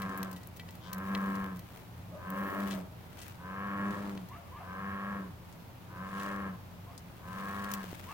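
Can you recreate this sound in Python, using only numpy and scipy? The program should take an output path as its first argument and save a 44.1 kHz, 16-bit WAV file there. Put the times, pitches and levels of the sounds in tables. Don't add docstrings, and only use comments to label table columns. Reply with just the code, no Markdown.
import sys
import numpy as np
from scipy import signal
from scipy.fft import rfft, irfft, next_fast_len
from scipy.io import wavfile
from scipy.ndimage import uniform_filter1d

SR = 44100
rng = np.random.default_rng(int(sys.argv[2]) if len(sys.argv) > 2 else 0)


def transcribe(u):
    v = np.clip(np.atleast_2d(u).T, -1, 1)
    q = np.round(v * 32767).astype(np.int16)
    wavfile.write(sys.argv[1], SR, q)


N = 358765
T = np.arange(N) / SR
HZ = np.maximum(np.fft.rfftfreq(2 * next_fast_len(2 * N // 3, real=True), 1 / SR), 1e-3)

# start_s, end_s, snap_hz, throat_db, sac_db, throat_fade_s, crescendo_db_per_s
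FROG_CROAKS = [(-.36, 0.422, 96.4, -44, -41.5, 0.29, 0), (0.798, 1.623, 97.6, -45, -40, 0.23, 0),
               (2.149, 2.88, 99.2, -41.5, -37, 0.4, 1), (3.36, 4.28, 99.8, -42.5, -41.5, 0.62, 5),
               (4.569, 5.328, 98.8, -44, -42.5, 0.28, 10), (5.861, 6.595, 98.4, -44, -42, 0.29, 7.5),
               (7.19, 7.929, 99.4, -43.5, -43.5, 0.25, 6)]
# centre_s, half_width_s, sac_db, throat_db
CROAK_WAVERS = [(1.06, 0.03, -2, -2), (1.22, 0.15, 6, 2.5), (2.22, 0.066, -14, -0.5),
                (2.515, 0.036, -19, -0.5), (3.85, 0.085, 5, 2.5), (3.94, .022, -10, 3.5),
                (5.16, 0.055, 1.5, 2.5), (6.1, 0.025, -5, -4.5), (6.28, 0.083, -0.5, 2),
                (6.479, 0.061, 1.5, 6.5)]
# centre_hz, width_hz, gain_db
THROAT_MODES = [(269, 45, -8), (402, 50, -4), (515, 85, -10), (570, 77, -9), (737.5, 54, -6),
                (910, 60, -18), (1123.4, 92, 5), (1203, 23, 5), (1338, 156, -2.5), (1659, 92, 4),
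                (1860, 38, -13), (2201, 83, -2.5), (2920, 1000, -3.5)]
# start_s, length_s, peak_snap_hz, level_db
NEIGHBOUR_CALLS = [(-.05, .47, 94, -50.5), (0.903, 0.71, 96, -47.5), (2.247, 0.66, 97, -45.5),
                   (3.651, 0.62, 101.5, -45.5), (4.919, 0.461, 100, -51.5), (6.1, 0.505, 99.5, -50.5)]
# start_s, length_s, from_hz, to_hz, level_db
FAR_WHOOPS = [(4.292, 0.1, 924, 1396, -51.5), (4.506, 0.13, 970, 1363, -52), (6.858, 0.1, 964, 1290, -60),
              (8.062, 0.089, 938, 1366, -47.5)]
# start_s, length_s, peak_hz, level_db
FAR_BARKS = [(2.11, 0.095, 595, -48.5), (2.32, 0.102, 568, -46.5), (2.51, 0.14, 593, -48.5),
             (2.71, 0.093, 611, -48), (4.35, 0.069, 697, -56), (4.595, 0.045, 730, -50),
             (6.23, 0.13, 595, -53), (6.87, 0.071, 720, -59)]
# start_s, ring_db, crack_db, top_crack_db, base_t60_s
TACKLE_TICKS = [(0.019, -37, -43, -36, 0.038), (0.175, -59, -62, -35, 0.073), (.23, -36.5, -35, -26, 0.019),
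                (.3137, -63, -47, -36, 0.027), (0.3626, -49, -51, -48, 0.091),
                (0.472, -64, -56, -32.5, 0.02), (.597, -38, -50, -47, 0.037), (.689, -44, -51, -63, 0.027),
                (0.9308, -39.5, -33, -25.5, 0.026), (1.1505, -27.5, -52, -57, .02),
                (1.5698, -56, -54, -46, .035), (2.3028, -53, -47, -32, .021),
                (2.7087, -39, -39.5, -52, 0.065), (3.189, -46.5, -45.5, -62, 0.052),
                (3.215, -50, -45, -56, 0.11), (3.2805, -50, -49, -36, 0.026),
                (4.1762, -43, -51, -57, 0.024), (4.2871, -58, -51, -43, .033),
                (5.5256, -64, -49, -54, .037), (6.198, -43, -47, -60, 0.054),
                (6.2328, -53, -42, -41, 0.027), (6.978, -70, -39, -52, 0.034),
                (7.7154, -70, -34.5, -30.5, 0.033), (7.7374, -38.5, -32.5, -24, 0.034)]
# ring_db, crack_db, top_crack_db
FAINT_LEVELS_DB = (-55, -49.5, -44)
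# centre_hz, gain_db, t60_ratio
ROD_MODES = [(1964, -1, 3.2), (2320, -4, 2.1), (2634, 0.5, 1.5), (2950, 6, 0.45), (3210, 1, 1),
             (3650, -1, 0.97), (4120, 0, 0.97), (4720, -3, 0.67)]
# start_s, length_s, level_db
REEL_CREAKS = [(0.774, 0.14, -63), (2.687, 0.06, -56)]
# start_s, pitch_hz, level_db
GEAR_BUMPS = [(7.842, 453, -27.5), (7.929, 326, -23.5)]
# peak_s, rise_s, fall_s, level_db, extra_top_db
CLOTH_MOVES = [(.05, .2, .3, -56, -2), (1.24, 0.28, .27, -56, 6.5), (1.76, 0.094, 0.091, -58, 5),
               (2.479, 0.15, 0.18, -56, 10.5), (2.72, .13, 0.087, -48.5, 3), (3.24, 0.096, 0.11, -53.5, 3),
               (4.05, 0.25, 0.14, -54, -2), (6.22, 0.15, .16, -51, -1), (7.52, 0.25, 0.29, -53, 2),
               (7.85, 0.31, 0.69, -52.5, 1.5)]
# frequency_hz, density_db
CLOTH_SPECTRUM = [(1500, 11), (3000, 7), (5000, 0), (8500, -2), (12500, -5), (16000, 1)]
# pitch_hz, level_db
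MOTOR_PARTIALS = [(91.5, -53.5), (118.4, -55.5), (172.3, -57.5)]
# frequency_hz, density_db
NIGHT_SPECTRUM = [(25, -20), (58, -6.5), (80, -5.5), (102, -5), (135, -9.5), (175, -3), (210, -9.5),
                  (400, -16.5), (950, -17), (1600, -24.5), (3000, -29), (8500, -40.5), (12500, -35),
                  (16000, -33)]
# frequency_hz, correlation
NIGHT_CORRELATION = [(100, 0.87), (250, 0.51), (600, 0.58), (1200, 0), (2500, 0.051), (16000, 0)]


def bullfrog(throat_db=2.5, nominal_hz=98.5, rebound_s=.003828, edge_hz=1950, echo_db=-5):
    pitch_hz, throat_gain, sac_gain = croak_envelopes()
    tension = (pitch_hz / nominal_hz) ** .7
    clock_s = np.cumsum(tension) / SR
    snaps, phase = larynx(np.interp(T, clock_s, pitch_hz / tension))
    air_puffs = .22 * unit(rng.standard_normal(N) * np.exp(-(phase % 1) / .8))
    modes = sum(undb(db) * resonance(hz, width_hz) for hz, width_hz, db in THROAT_MODES)
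    radiation = 1 / np.sqrt(1 + (HZ / edge_hz) ** 10) / (1 + (230 / HZ) ** 8)
    rebound = 1 + .47 * np.exp(-2j * np.pi * HZ * rebound_s)
    ringing = shape(snaps + air_puffs, modes * radiation * rebound)
    buzz = steady(np.interp(clock_s, T, ringing)) * throat_gain * undb(throat_db)
    sac_swing = unit(np.sin(4 * np.pi * np.interp(clock_s, T, phase)))
    hum = sac_swing * sac_gain * undb(1.67 * walk(27))
    direct = place(buzz, left_db=1.8, left_lag_ms=.13) + place(hum, left_db=.44)
    return direct + undb(echo_db) * bank_echo(buzz + .14 * hum, t60_s=.33)


def croak_envelopes(attack_s=.33, release_s=.17, slack_hz=86.46, sag_s=.24, tighten_hz_per_db=.84):
    pitch_hz, throat, sac = np.full(N, slack_hz), np.zeros(N), np.zeros(N)
    for start_s, end_s, snap_hz, throat_db, sac_db, fade_s, crescendo_db_per_s in FROG_CROAKS:
        pressure = ramp((T - start_s) / attack_s)
        swell_db = crescendo_db_per_s * (np.clip(T, start_s, end_s) - (start_s + end_s) / 2)
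        rise_hz = snap_hz - slack_hz + tighten_hz_per_db * swell_db
        pitch_hz += pressure * ramp((end_s - T) / sag_s) * rise_hz
        throat += undb(throat_db) * pressure ** 1.05 * ramp((end_s - T) / fade_s) ** 2
        sac += undb(sac_db + swell_db) * pressure ** 1.09 * ramp((end_s - T) / release_s)
    for centre_s, half_width_s, sac_db, throat_db in CROAK_WAVERS:
        bell = np.exp(-((T - centre_s) / half_width_s) ** 2)
        throat *= undb(throat_db * bell)
        sac *= undb(sac_db * bell)
    return pitch_hz, throat, sac


def larynx(snap_hz, jitter_s=4e-5, scatter_db=3, sway_hz=29, sway_s=.00013):
    phase = np.cumsum(snap_hz * (1 + .005 * walk(28))) / SR
    cycles = np.arange(1, int(phase[-1]))
    jitter, scatter = rng.standard_normal((len(cycles), 2)).T
    due_s = np.interp(cycles, phase, T)
    snap_s = due_s + sway_s * np.sin(2 * np.pi * sway_hz * due_s) + jitter_s * jitter
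    index = np.clip(snap_s, 0, T[-2]) * SR
    size, snaps = undb(scatter_db * scatter), np.zeros(N + 1)
    snaps[index.astype(int)] += size * (1 - index % 1)
    snaps[index.astype(int) + 1] += size * (index % 1)
    return unit(snaps[:N]), phase


def neighbour(echo_db=-3):
    snap_hz, gain = np.full(N, 90.), np.zeros(N)
    for start_s, length_s, peak_hz, db in NEIGHBOUR_CALLS:
        arch = np.sin(np.pi * progress(start_s, length_s))
        snap_hz = np.where(T > start_s, peak_hz * (.92 + .08 * np.sqrt(arch)), snap_hz)
        gain += undb(db) * arch
    throat = (1.3 * resonance(291, 83) + .75 * resonance(378, 77)
              + .52 * resonance(560, 120) + .49 * resonance(930, 340))
    breathy_snaps = larynx(snap_hz)[0] + .56 * rng.standard_normal(N)
    call = unit(shape(breathy_snaps, throat / (1 + (HZ / 1300) ** 4))) * gain
    return place(call, left_db=1) + undb(echo_db) * bank_echo(call, t60_s=.28)


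def far_animals(rasp_db=-7, undertone_db=-9, echo_db=-3):
    calls, waver, flutter = np.zeros(N), walk(218), undb(1.35 * walk(100) + 3.5)
    throat = sum(resonance(hz, 150) for hz in (890, 1730, 2090, 2630))
    rasp = unit(shape(rng.standard_normal(N), throat / (1 + (HZ / 3000) ** 4)))
    for start_s, length_s, from_hz, to_hz, db in FAR_WHOOPS:
        glide = progress(start_s, length_s)
        angle = phase_rad((from_hz + (to_hz - from_hz) * glide) * (1 + .035 * waver))
        undertone = np.sin(phase_rad(from_hz * (1.1 - .263 * glide)))
        voice = np.sin(angle) + undb(-19) * np.sin(2 * angle) + undb(undertone_db) * undertone
        swell = undb(db) * np.sin(np.pi * glide ** .74)
        calls += swell * (voice * flutter + 2 * glide * undb(rasp_db) * rasp)
    for start_s, length_s, peak_hz, db in FAR_BARKS:
        arch = np.sin(np.pi * progress(start_s, length_s))
        angle = phase_rad(peak_hz * (1 - .18 * (1 - arch) ** 2) * (1 + .06 * waver))
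        calls += undb(db) * arch * flutter * (np.sin(angle) + undb(-13) * np.sin(2 * angle))
    return place(calls, left_db=1) + undb(echo_db) * bank_echo(calls, t60_s=.87)


def tackle(crack_gain_db=-5, ring_gain_db=-11, rebound_db=-15, top_t60_ratio=.72, left_db=5):
    age_s = T[:SR // 4]
    layers = np.zeros((3, N + SR))
    for start_s, ring_db, crack_db, top_db, t60_s in TACKLE_TICKS + faint_ticks():
        log_decay = -np.log(1000) * age_s / t60_s
        ring = undb(ring_db) * rod_ring(age_s, log_decay)
        crack_gain = undb(crack_db) * np.exp(log_decay)
        top_gain = undb(top_db) * np.exp(log_decay / top_t60_ratio) / np.sqrt(top_t60_ratio)
        rebound_s = rng.uniform(.0056, .0176)
        for delay_s, gain in (0, 1), (rebound_s, undb(rebound_db)):
            i = int((start_s + delay_s) * SR)
            layers[:, i:i + len(age_s)] += gain * np.array([ring, crack_gain, top_gain])
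    rings, crack_gain, top_gain = layers[:, :N]
    cracks = crack_gain * unit(shape(rng.standard_normal((2, N)), resonance(5600, 7400) ** 2))
    cracks += top_gain * unit(shape(rng.standard_normal((2, N)), resonance(17200, 16000) ** 2))
    rods = undb(ring_gain_db) * place(rings, left_db, left_lag_ms=.055)
    return rods + undb(crack_gain_db) * cracks * pan(left_db)


def rod_ring(age_s, log_decay, scatter_db=2, detune=.0094):
    ring = 0
    for hz, db, t60_ratio in ROD_MODES:
        strength, tuning = rng.standard_normal(2)
        tone = np.sin(2 * np.pi * hz * (1 + detune * tuning) * age_s)
        ring += undb(db + scatter_db * strength) * tone * np.exp(log_decay / t60_ratio)
    return ring


def faint_ticks(count=12, settle_s=2, scatter_db=3, t60_s=.033):
    return [(settle_s * rng.uniform() ** 1.4, *rng.normal(FAINT_LEVELS_DB, scatter_db), t60_s)
            for _ in range(count)]


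def reel_creak(slip_hz=110, scrape_db=-4):
    slip_count = np.floor(np.cumsum(slip_hz * (1 + .11 * walk(59.1))) / SR)
    slips = np.diff(slip_count, prepend=0)
    swell = sum(undb(db) * np.sin(np.pi * progress(start_s, length_s) ** 1.77)
                for start_s, length_s, db in REEL_CREAKS)
    ring = unit(shape(slips, resonance(3100, 340) * resonance(3660, 600)))
    scrape = unit(shape(rng.standard_normal(N), resonance(4800, 3000) ** 2))
    return place((ring + undb(scrape_db) * scrape) * swell, left_db=16, left_lag_ms=.029)


def gear_bumps(t60_s=.0057):
    knocks = np.zeros(N)
    for start_s, hz, db in GEAR_BUMPS:
        age_s = np.maximum(T - start_s, 0)
        knocks += undb(db) * np.sin(2 * np.pi * hz * age_s) * np.exp(-np.log(1000) * age_s / t60_s)
    return knocks


def cloth(gain_db=1, rest_db=-67.5, grain_db=4, split_hz=10700):
    low_power = top_power = undb(rest_db) ** 2
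    for peak_s, rise_s, fall_s, db, top_db in CLOTH_MOVES:
        width_s = np.where(T < peak_s, rise_s, fall_s)
        power = undb(db) ** 2 * np.exp(-2 * ((T - peak_s) / width_s) ** 2)
        low_power = low_power + power
        top_power = top_power + power * undb(top_db) ** 2
    slips = rng.standard_normal((2, N)) * undb(grain_db * walk(265))
    grains = unit(shape(slips, undb(log_curve(CLOTH_SPECTRUM))))
    low = shape(grains, 1 / (1 + (HZ / split_hz) ** 10))
    rustle = low * np.sqrt(low_power) + (grains - low) * np.sqrt(top_power)
    return undb(gain_db) * rustle * pan(left_db=5)


def night_air(level_db=-51):
    correlation = np.clip(log_curve(NIGHT_CORRELATION), 0, .99)
    spectrum = undb(log_curve(NIGHT_SPECTRUM))
    mid = shape(rng.standard_normal(N), spectrum * np.sqrt(1 + correlation))
    side = shape(rng.standard_normal(N), spectrum * np.sqrt(1 - correlation))
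    return unit(np.array([mid + side, mid - side])) * undb(level_db + .5 * walk(27))


def motor(gain_db=-2, wander_hz=3, waver_db=3.6):
    drone = np.zeros(N)
    for hz, db in MOTOR_PARTIALS:
        tone = np.sin(phase_rad(hz + wander_hz * walk(12.1)))
        drone += undb(db) * unit(tone * undb(waver_db * walk(9.3)))
    return undb(gain_db) * drone


def bank_echo(x, t60_s, gap_s=.008):
    age_s = T[:SR]
    tail = rng.standard_normal((2, SR)) * np.exp(-np.log(1000) * age_s / t60_s) * (age_s > gap_s)
    return signal.fftconvolve(x[None], tail / np.sqrt(np.sum(tail ** 2) / 2), axes=1)[:, :N]


def place(x, left_db, left_lag_ms=0):
    left = shape(x, np.exp(-2j * np.pi * HZ * left_lag_ms / 1000))
    return np.array([left, x]) * pan(left_db)


def pan(left_db):
    return undb([[left_db / 2], [-left_db / 2]])


def steady(x, window_s=.0059):
    size = int(window_s * SR)
    power = uniform_filter1d(uniform_filter1d(x ** 2, size), size)
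    return x / np.sqrt(np.maximum(power, 1e-12))


def resonance(hz, width_hz):
    return 1 / (1 + 1j * (HZ ** 2 - hz ** 2) / (HZ * width_hz))


def shape(x, response):
    return irfft(rfft(x, 2 * (len(HZ) - 1)) * response)[..., :N]


def log_curve(points):
    hz, value = np.transpose(points)
    return np.interp(np.log(HZ), np.log(hz), value)


def walk(rate_hz):
    return unit(shape(rng.standard_normal(N), np.exp(-(HZ / rate_hz) ** 2)))


def phase_rad(hz):
    return 2 * np.pi * np.cumsum(hz) / SR


def progress(start_s, length_s):
    return np.clip((T - start_s) / length_s, 0, 1)


def ramp(x):
    return np.sin(np.pi / 2 * np.clip(x, 0, 1))


def undb(db):
    return 10 ** (np.asarray(db) / 20)


def unit(x):
    return x / np.sqrt(np.mean(x ** 2))


def scene():
    animals = bullfrog() + neighbour() + far_animals()
    gear = tackle() + reel_creak() + gear_bumps() + cloth()
    return animals + gear + night_air() + motor()


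def record(dry, top_hz=15900):
    return signal.sosfilt(signal.ellip(10, .2, 80, top_hz, fs=SR, output="sos"), dry)


dry = scene()
out = record(dry)
transcribe(out)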